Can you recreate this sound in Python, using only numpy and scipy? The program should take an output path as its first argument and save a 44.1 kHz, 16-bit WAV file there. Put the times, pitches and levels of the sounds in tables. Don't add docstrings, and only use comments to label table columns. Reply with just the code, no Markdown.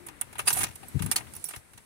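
import sys
import numpy as np
from scipy import signal
from scipy.fft import rfft, irfft
from scipy.io import wavfile

SR = 44100
rng = np.random.default_rng(int(sys.argv[2]) if len(sys.argv) > 2 else 0)


def put_to_file(sound):
    columns = np.atleast_2d(sound).T
    safe = np.clip(columns, -1, 1)
    whole_steps = np.round(safe * 32767)
    wavfile.write(sys.argv[1], SR, whole_steps.astype(np.int16))


N = 81585
T = np.arange(N) / SR
HZ = np.fft.rfftfreq(N, 1 / SR)
EVENT_T = T[:SR // 4]


def amp(db):
    return 10 ** (np.asarray(db) / 20)

def decay(t60):
    return np.exp(-np.log(1000) * EVENT_T / t60)

def unit_rms(x):
    return x / np.sqrt(np.mean(x ** 2) + 1e-20)

def spectrum_db(table):
    hz, db = np.transpose(table)
    return np.interp(np.log(HZ + 1), np.log(hz + 1), db)

def envelope(table, column=1):
    rows = np.array(table)
    return amp(np.interp(T, rows[:, 0], rows[:, column]))

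def add(mix, onset, sound):
    part = mix[:, round(onset * SR):][:, :sound.shape[-1]]
    part += sound[..., :part.shape[-1]]

def noise(spectrum, correlation=0.2):
    left, independent = rng.standard_normal((2, N))
    right = correlation * left + np.sqrt(1 - correlation ** 2) * independent
    return unit_rms(irfft(rfft(np.array([left, right])) * amp(spectrum_db(spectrum)), N))

def phase_drift(width_hz, shape):
    return np.cumsum(rng.standard_normal(shape), -1) * np.sqrt(width_hz / (2 * np.pi * SR))


def hum(start_hz=354.6, fall_hz_per_s=373, end_s=0.21):
    cycles = np.cumsum(start_hz - fall_hz_per_s * T) / SR + phase_drift(22, N)
    tone = np.sqrt(np.clip(1 - T / end_s, 0, 1)) * np.sin(2 * np.pi * cycles)
    return amp(-47.5) * np.array([tone, tone])

# (time [s], rumble level [dB], rustle level [dB])
HANDLING_LEVELS = [(0,-52,-53.5),(.10,-68,-50),(.25,-53,-52),(.45,-47.5,-50.5),(.62,-35,-47.5),(.73,-52.5,-55),(1.12,-45,-45),(1.40,-49,-55.5),(1.52,-65.5,-54.5),(1.64,-75,-56.5),(1.76,-53.5,-60),(1.85,-62,-57)]
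# (time [s], level [dB])
HISS_LEVELS = [(.3,-58.5),(1.1,-51.5),(1.28,-56),(1.41,-49),(1.55,-46),(1.62,-59.5)]
# (frequency [Hz], relative density [dB])
RUMBLE_SPECTRUM = [(30,-39),(45,-13.5),(90,3.5),(150,-5.5),(340,-11),(1200,-32)]
RUSTLE_SPECTRUM = [(100,11.5),(350,5),(2200,2.5),(4000,-12.5),(16000,-69)]
HISS_SPECTRUM = [(3000,-8.5),(6500,-7),(9300,5),(16000,-14)]

def cabin():
    rustle = envelope(HANDLING_LEVELS, column=2) * noise(RUSTLE_SPECTRUM)
    hiss = envelope(HISS_LEVELS) * noise(HISS_SPECTRUM)
    rumble = envelope(HANDLING_LEVELS) * noise(RUMBLE_SPECTRUM)
    return rustle + hiss + rumble

def impact(t60, rise_s=0.0005):
    reverberation = amp(-18.5) * decay(t60=0.1)
    shape = (1 - np.exp(-EVENT_T / rise_s)) * np.hypot(decay(t60), reverberation)
    return shape / shape.max()

# (time [s], tick level [dB], clack level [dB], body level [dB])
CONTACTS = [(0.065,-27.5,-56,-47),(0.084,-40,-45,-38.5),(.212,-19.5,-47,-32),(0.328,-43,-51,-44.5),(0.354,-41,-55,-37.5),
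            (.382,-27.5,-58,-34),(0.391,-18,-28.5,-23.5),(0.4716,-39,-24.5,-24),(0.474,-24,-38,-41),(0.483,-17,-23,-47),
            (0.503,-21.5,-24.5,-24.5),(0.528,-27,-28,-51),(0.574,-30,-31,-46),(0.638,-26,-26,-28.5),
            (0.756,-38,-49,-47),(0.83,-49,-68,-43),(0.992,-54,-40,-35),(1.021,-16,-28.5,-33),(1.061,-24,-40.5,-37.5),
            (1.1133,-16,-23,-27),(1.159,-14.5,-21,-26.5),(1.1627,-15,-20,-36.5),(1.181,-44,-46,-33.5),(1.206,-38,-53,-39.5),(1.268,-60,-68,-43.5),
            (1.336,-30.5,-44,-49),(1.351,-39,-57,-51),(1.364,-31.5,-46,-46.5),(1.441,-25,-44,-48),(1.487,-26,-39,-43.5),(1.507,-35,-42,-41),
            (1.5364,-43,-49,-32),(1.561,-33,-39,-42),(1.733,-43.5,-50.5,-50),(1.776,-44,-47.5,-44.5)]
# (frequency [Hz], relative density [dB])
TICK_SPECTRUM = [(3000,-87),(6500,-17),(8000,-7.5),(9300,1.5),(10600,-0.5),(12000,-8.5),(16000,-16)]
CLACK_SPECTRUM = [(1200,-38),(3000,1),(7000,4),(16000,-2)]

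def clicks(chatter_db=4.5, chatter_s=0.0016):
    shapes = np.array([impact(t60=0.022), impact(t60=0.057), impact(t60=0.066, rise_s=0.00066)])
    power = np.zeros((3, N))
    for onset, *levels_db in CONTACTS:
        add(power, onset, (amp(levels_db)[:, None] * shapes) ** 2)
    tick, clack, body = np.sqrt(power)
    pole = np.exp(-1 / (chatter_s * SR))
    spray = unit_rms(signal.lfilter([1], [1, -pole], rng.standard_normal(N)))
    chatter = unit_rms(amp(chatter_db * np.clip(spray, -2, 2)))
    metal = tick * noise(TICK_SPECTRUM) + clack * noise(CLACK_SPECTRUM)
    return chatter * metal + body * housing()

# (frequency [Hz], relative density [dB])
BODY_SPECTRUM = [(200,-17),(520,-5),(1200,-1.5),(2600,-1),(3600,-8.5),(16000,-88)]
# (frequency [Hz], boost [dB])
HOUSING_RESONANCES = [(755,9.5),(1010,4.5),(1230,6.5),(1620,7.5),(2350,-8.5),(2640,4)]

def housing(width_hz=55):
    boost_db = sum(db / (1 + (2 * (HZ - hz) / width_hz) ** 2) for hz, db in HOUSING_RESONANCES)
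    return unit_rms(irfft(rfft(noise(BODY_SPECTRUM)) * amp(boost_db), N))

# (time [s], grit level [dB], body level [dB])
SCRAPE_LEVELS = [(.455,-45,-56.5),(.485,-19,-20),(.508,-31,-47),(.522,-32,-45),(.553,-36,-40),(.568,-24.5,-35),(.598,-26.5,-35.5),(.614,-28.5,-30),(.632,-23,-30.5),(.660,-53,-41),(.69,-53,-46.5),(.74,-55,-54)]

def scrape(slips_per_s=1200, spread_db=3.3):
    slipping = rng.random(N) < slips_per_s / SR
    slips = slipping * amp(spread_db * np.minimum(rng.exponential(1, N), 3))
    power = signal.fftconvolve(slips ** 2, decay(t60=0.018) ** 2)[:N]
    grit = unit_rms(np.sqrt(abs(power)))
    sliding = (T > SCRAPE_LEVELS[0][0]) & (T < SCRAPE_LEVELS[-1][0])
    bright = envelope(SCRAPE_LEVELS) * noise(TICK_SPECTRUM)
    body = envelope(SCRAPE_LEVELS, column=2) * (housing() + amp(-4.5) * noise(CLACK_SPECTRUM))
    return sliding * grit * (bright + body)

# (time [s], level [dB], part [index])
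STRIKES = [(0.465,-42,1),(.476,-18.5,1),(0.528,-14,0),(.534,-14.5,0),(.556,-27,0),(.567,-30,5),(0.754,-36,0),(.832,-40.5,5),(0.883,-31.5,0),(1.024,-44,4),(1.114,-20.5,2),(1.163,-15,3),(1.352,-35.5,4),(1.453,-27.5,4),(1.486,-32,2),(1.559,-41,4)]
# (frequency [Hz], relative level [dB])
PART_MODES = [
    [(7957,-10.5),(8440,-11),(10680,-9),(11630,-6),(12915,-6)],
    [(2630,-3.5),(3780,-11.5),(4830,-3),(8550,-5),(9000,3.5),(9440,-1),(10670,1.5)],
    [(2363,-10.5),(8420,-3.5),(8800,-2),(12330,-5)],
    [(3085,-13.5),(4380,-5.5),(9600,-1.5)],
    [(5680,-13),(10440,-5.5),(13230,-7),(14980,-5)],
    [(750,0.5),(4700,-20)],
]
PART_T60 = [0.047,0.062,0.073,0.031,0.088,0.11]

def jingle(blur_hz=45, spread_db=1.5):
    out = np.zeros((2, N))
    for onset, db, part in STRIKES:
        hz, mode_db = np.array(PART_MODES[part]).T[:, :, None]
        drift = phase_drift(blur_hz, (len(hz), len(EVENT_T)))
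        cycles = hz * EVENT_T + drift + rng.random((2, len(hz), 1))
        gains = amp(mode_db + spread_db * rng.standard_normal(hz.shape))
        ring = (gains * np.sin(2 * np.pi * cycles)).sum(1)
        add(out, onset, amp(db) * impact(PART_T60[part]) * ring)
    return out

# (time [s], level [dB], frequency factor [ratio])
KNOCKS = [(.944,-20.5,1.02),(0.9528,-11.5,1.06),(0.9667,-18,0.93),(1.004,-17,1.18),(1.024,-27,0.99),(1.037,-17.5,1.036),(1.0565,-21.5,1.21),(1.065,-22.5,1.07),(1.089,-29.5,1.75),(1.567,-34.5,0.8)]
# (base frequency [Hz], relative level [dB], 60 dB decay time [s])
PANEL_MODES = [(91.9,-2,0.09),(139,3.5,0.065),(227.3,-6.5,0.057),(323,-13,0.04)]

def bumps(rise_s=0.0019):
    out = np.zeros((2, N))
    attack = (1 - np.exp(-EVENT_T / rise_s)) ** 2
    for onset, db, pitch in KNOCKS:
        ring = sum(amp(mode_db) * decay(t60) * np.sin(2 * np.pi * hz * pitch * EVENT_T)
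                   for hz, mode_db, t60 in PANEL_MODES)
        add(out, onset, amp(db) * attack * ring)
    return out * amp([[0], [-10]])

def dashboard(x, count=5, echo_db=-3, span_s=0.006):
    delays = span_s * rng.random((2, count, 1))
    signs = np.sign(rng.standard_normal((2, count, 1)))
    reflections = signs * np.exp(-2j * np.pi * HZ * delays)
    echoes = amp(echo_db) * reflections.sum(1) / np.sqrt(count)
    return irfft(rfft(x) * (1 + echoes) / np.hypot(1, amp(echo_db)), N)

# (frequency [Hz], left minus right level [dB])
PORT_BALANCE = [(100,12.5),(250,14.5),(500,13),(2200,13),(4000,-0.5),(8000,-4.5),(13000,-14.5)]

def ports(x, left_delay_s=0.0004863):
    balance_db = spectrum_db(PORT_BALANCE)
    left = amp(np.minimum(balance_db, 0)) * np.exp(-2j * np.pi * HZ * left_delay_s)
    right = amp(np.minimum(-balance_db, 0))
    return irfft(rfft(x) * np.array([left, right]), N)

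def scene():
    return ports(dashboard(clicks() + scrape()) + jingle() + bumps() + cabin() + hum())

def record(dry, low_hz=36, high_hz=15850):
    highpass = signal.butter(4, low_hz, "highpass", fs=SR, output="sos")
    lowpass = signal.firwin(301, high_hz, window=("kaiser", 8), fs=SR)
    return signal.oaconvolve(signal.sosfilt(highpass, dry), lowpass[None], "same")


dry = scene()
out = record(dry)
put_to_file(out)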